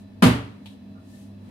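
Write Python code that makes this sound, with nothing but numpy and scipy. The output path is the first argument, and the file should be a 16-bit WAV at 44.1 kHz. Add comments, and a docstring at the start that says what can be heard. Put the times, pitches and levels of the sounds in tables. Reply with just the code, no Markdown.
"""Dough slapped on a steel table

A lump of dough lands on a steel worktable in a tiled kitchen with a wet smack, and the sheet top booms.
The hands then pat the next lump and rub it; faint squeaks follow the pat, and a dull rustle swells last.
Refrigeration hums and a fan runs throughout."""
import sys
import numpy as np
from scipy import signal
from scipy.fft import rfft, irfft
from scipy.io import wavfile
from scipy.ndimage import uniform_filter1d

SR = 44100
rng = np.random.default_rng(int(sys.argv[2]) if len(sys.argv) > 2 else 0)


def unload_audio(sound):
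    """Save the sound as a 16-bit wav file, at the path given as the first command line argument."""
    columns = np.transpose(np.atleast_2d(sound))
    # keep every value between -1 and 1, then stretch to whole-number steps
    steps = np.round(np.clip(columns, -1, 1) * 32767)
    wavfile.write(sys.argv[1], SR, steps.astype(np.int16))


N = 66150
SLAP_S, PAT_S = .2215, .658  # when the dough lands and when the palm pats

# tone colour of the wet smack (frequency [Hz], relative level [dB])
SMACK_COLOUR = [(200, -17.5), (330, -20.5), (450, -20.5), (700, -23.5), (1100, -23), (1600, -27.5),
                (2000, -28), (3300, -32), (4300, -35.5), (5500, -42.5), (7500, -44.5), (11000, -42.5),
                (13000, -50), (15500, -59.5)]
# the table top's own notes; the lowest swell late, as the dough's weight settles
# (frequency [Hz], level [dB], time to fade by 60 dB [s], delay [s], rise time [s])
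TABLE_NOTES = [(70.4, -20.5, .42, .029, .04), (97.6, -17.2, .27, .036, .04),
               (117.7, -12.6, .44, .0297, .008), (155, -14.9, .35, .0057, .016),
               (177.6, -7.4, .27, .003, .011), (191, -11.4, .23, .003, .034), (226, -7.1, .29, 0, .006),
               (251.7, -2.1, .25, .005, .036), (278, -22.5, .7, .0066, .04), (305, -24, .3, .002, .01),
               (372, -22, .3, 0, .006), (431, -23, .3, .002, .02), (465, -25, .18, 0, .01),
               (627, -23, .28, .008, .03)]
# tone colour of the pat (frequency [Hz], relative level [dB])
PAT_COLOUR = [(300, -17), (650, -11), (900, -3), (1250, -16), (1800, -14), (2500, -3), (3200, -.5),
              (3950, 0), (4700, -13), (6500, -20), (11600, -19.5), (15500, -35)]
# thump in the dough and knock in the cupped palm (frequency [Hz], level [dB], time to fade by 60 dB [s])
PAT_NOTES = [(103.8, -44.5, 0.19), (883, -49, 0.067)]
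# strokes of the palm over the dough (middle time [s], half length [s], level [dB])
RUB_STROKES = [(0, 0.038, -66), (0.703, 0.064, -66), (1.171, 0.11, -60.5), (1.52, 0.1, -68.5)]
# tone colour of the rubbing (frequency [Hz], relative level [dB])
RUB_COLOUR = [(800, -12), (1800, -4), (3500, 4), (5500, 1), (8000, 0), (10500, 0.5), (13000, -5),
              (15500, -12)]
# faint squeaks (time [s], length [s], frequency [Hz], width [Hz], level [dB])
SQUEAK_NOTES = [(.948, .045, 1400, 110, -63), (.95, .045, 1220, 110, -66), (1.128, .015, 1790, 110, -63)]
# tone colour of the rustle (frequency [Hz], relative level [dB])
RUSTLE_COLOUR = [(40, -4), (120, -6), (260, 7), (400, -14.5), (900, -17.5), (1500, -23), (3000, -30),
                 (8000, -50)]
# mains hum and motor whine (frequency [Hz], level [dB], left minus right [dB])
HUM_TONES = [(99.6, -50.5, -1), (200, -48.3, -1), (349, -69, 0), (641, -73, 0), (1728, -82, 0),
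             (1776, -80, 0), (3426, -84, 0), (4016, -83, 0)]
# tone colour of the fan's rushing air (frequency [Hz], relative level [dB])
AIR_COLOUR = [(25, -18), (50, -12.5), (70, -6.5), (130, -3.5), (220, -0.5), (350, -11.5), (550, -15),
              (900, -19.5), (1400, -29), (3000, -30.5), (5000, -34.5), (7000, -44), (11000, -43),
              (15500, -49)]
# where the fan's duct and casing ring (frequency [Hz], width [Hz], level [dB])
FAN_PEAKS = [(96, 11, -53), (255.7, 50, -51), (625, 98, -65), (1780, 310, -76), (2615, 160, -76.5),
             (3994, 140, -76)]
# how long the kitchen echoes (frequency [Hz], time to fade by 60 dB [s])
ROOM_ECHO = [(60, 1), (250, 0.62), (500, 0.39), (1100, 0.43), (3000, .41), (7500, .32), (15000, 0.25)]
# how far hands and dough sound to one side (frequency [Hz], left minus right [dB])
HANDS_PAN = [(100, 0), (250, -2), (600, 3), (1300, 1.5), (2400, 0), (4400, 1), (8000, 6.5), (15000, 3)]
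# how alike the left and right noise are (frequency [Hz], likeness [0 to 1])
STEREO_LIKENESS = [(100, 0.99), (250, 0.72), (500, 0.48), (1000, 0), (15000, 0)]


def smack(level_db=-14.5, hold_s=.032, wet_db=2, wet_s=.048):
    """Dough spreads on the steel: a crack and a wet burst that the sheet and tiled walls carry on."""
    colour = gain(curve(SMACK_COLOUR, freqs()))
    sticky_crackle = gain(wet_db * wobble(per_second=500) * np.exp(-since(SLAP_S) / wet_s))
    near = sticky_crackle * room_decay(noise(colour), SLAP_S + hold_s)
    dull_colour = colour / np.hypot(1, freqs() / 6000)  # the far end of the kitchen rings on, dull
    far = gain(-16) * noise(dull_colour) * fade(SLAP_S, fade_s=.77)
    pop_s = SLAP_S + .0024  # trapped air bursts out just after first contact
    crack = gain(-3) * noise(colour) * rise(pop_s, .0019) * np.exp(-since(pop_s) / .0041)
    whole = gain(level_db) * (rise(SLAP_S, .0031) * (near + far) + crack)
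    return cut_bass(whole, hz=318)  # below this the table's own notes take over


def table_boom(right_delay_s=.00025):
    """The soft, heavy blow sets the sheet top booming; the right side hears it a little later."""
    sides = [sum(ring(hz, db, fade_s, arrival + delay, rise_s)
                 for hz, db, fade_s, delay, rise_s in TABLE_NOTES)
             for arrival in (SLAP_S, SLAP_S + right_delay_s)]
    return np.array(sides) * pan(db=-1.6)


def pat(crack_db=-45, crack_s=.022, echo_db=-51):
    """A palm claps lightly on dough: a short crack, a soft knock and the room's echo."""
    colour = gain(curve(PAT_COLOUR, freqs()))
    crack = gain(crack_db) * noise(colour) * np.exp(-since(PAT_S) / crack_s)
    knock = sum(ring(hz, db, fade_s, PAT_S, rise_s=.002) for hz, db, fade_s in PAT_NOTES)
    echo = gain(echo_db) * room_decay(noise(colour), PAT_S)
    return knock + rise(PAT_S, .001) * (crack + echo)


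def rubs(grain_db=.9):
    """Skin slides over dough with a soft, slightly uneven hiss."""
    strokes = sum(gain(db) * swell(middle, half) for middle, half, db in RUB_STROKES)
    grain = gain(grain_db * wobble(per_second=89))
    return strokes * grain * noise(gain(curve(RUB_COLOUR, freqs())))


def squeaks(fade_s=.16):
    """Narrow bands of noise sound as brief squeaks that fade in the room."""
    return sum(gain(db) * noise(peak(hz, width)) * rise(start, .008) * fade(start + length, fade_s)
               for start, length, hz, width, db in SQUEAK_NOTES)


def rustle(level_db=-44):
    """A soft, dull rustle swells as the hands move again."""
    colour = gain(curve(RUSTLE_COLOUR, freqs()))
    return gain(level_db) * swell(middle_s=1.512, half_s=.068) * noise(colour)


def fan(air_db=-51):
    """Air rushes through the fan and makes its duct and casing ring."""
    air = gain(air_db) * noise(gain(curve(AIR_COLOUR, freqs())))
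    return air + sum(gain(db) * noise(peak(hz, width)) for hz, width, db in FAN_PEAKS)


def fridge_hum(waver_db=-2.2):
    """The refrigeration gives off mains hum and motor whine; each tone wavers in level."""
    hum = 0
    for hz, db, pan_db in HUM_TONES:
        tone = np.sqrt(2) * np.sin(2 * np.pi * (hz * since(0) + rng.random()))
        hum = hum + tone * gain(db + waver_db * wobble(per_second=9.35)) * pan(pan_db)
    return hum


def room_decay(sound, start):
    """Each band of a sound dies away at the pace of the kitchen's echo."""
    spectrum, out = rfft(sound), 0
    for band_hz, fade_s in ROOM_ECHO:
        share = curve([(hz, hz == band_hz) for hz, _ in ROOM_ECHO], freqs())
        out = out + irfft(spectrum * share, N) * fade(start, fade_s)
    return out


def ring(hz, db, fade_s, start, rise_s):
    """One note of a struck object swings up and dies away."""
    return gain(db) * rise(start, rise_s) * fade(start, fade_s) * np.sin(2 * np.pi * hz * since(start))


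def noise(colour):
    """Stereo noise of strength 1 with this tone colour; the bass is alike on both sides."""
    alike = curve(STEREO_LIKENESS, freqs())
    shared, opposite = rfft(rng.standard_normal((2, N))) * np.sqrt([1 + alike, 1 - alike])
    spectrum = np.array([shared + opposite, shared - opposite]) * colour
    return irfft(spectrum, N) / np.sqrt(2 * np.mean(colour ** 2))


def peak(hz, width_hz):
    """A tone colour with one steep-sided peak."""
    return 1 / (1 + ((freqs() - hz) / width_hz * 2) ** 4) ** .75


def wobble(per_second):
    """Random steps, smoothed twice, that wander roughly between -1 and 1."""
    hold = int(SR / per_second)
    steps = np.repeat(rng.standard_normal(N // hold + 1), hold)
    return 1.1 * uniform_filter1d(uniform_filter1d(steps, hold), hold)[:N]


def rise(start, rise_s):
    """A smooth climb from silence to full level."""
    return np.sin(np.pi / 2 * np.minimum(since(start) / rise_s, 1)) ** 2


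def fade(start, fade_s):
    """Full level until the start, then 60 dB quieter every fade_s seconds."""
    return np.exp(-np.log(1000) * since(start) / fade_s)


def swell(middle_s, half_s):
    """A bell-shaped rise and fall in level."""
    return np.exp(-((since(0) - middle_s) / half_s) ** 2)


def cut_bass(sound, hz):
    """Weaken everything below this frequency."""
    return signal.sosfilt(signal.butter(2, hz, "high", fs=SR, output="sos"), sound)


def pan(db):
    """Left and right gains; positive decibels lean left."""
    return gain(np.array([[1], [-1]]) * db / 2)


def gain(db):
    """Turn decibels into a multiplier."""
    return 10 ** (np.asarray(db) / 20)


def curve(points, hz):
    """Read between (frequency, value) points, with octaves evenly spaced."""
    point_hz, values = np.array(points, float).T
    return np.interp(np.log(np.maximum(hz, 1)), np.log(point_hz), values)


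def freqs():
    """The frequency of each slot in the spectrum."""
    return np.arange(N // 2 + 1) * SR / N


def since(start):
    """Seconds since a moment, zero before it."""
    return np.maximum(np.arange(N) / SR - start, 0)


def scene():
    """Hands and dough mostly a little left, the boom slightly right, machines all round."""
    hands = smack() + pat() + rubs()
    placed_hands = irfft(rfft(hands) * pan(curve(HANDS_PAN, freqs())), N)
    return placed_hands + table_boom() + squeaks() + rustle() + fan() + fridge_hum()


def record(dry, top_hz=15700):
    """The microphone thins the deepest bass, rounds the loudest peaks and cuts the highest treble."""
    thin = cut_bass(dry, hz=30)
    rounded = thin / (1 + thin ** 8) ** (1 / 8)
    return signal.sosfilt(signal.ellip(10, .2, 80, top_hz, fs=SR, output="sos"), rounded)


dry = scene()
out = record(dry)
unload_audio(out)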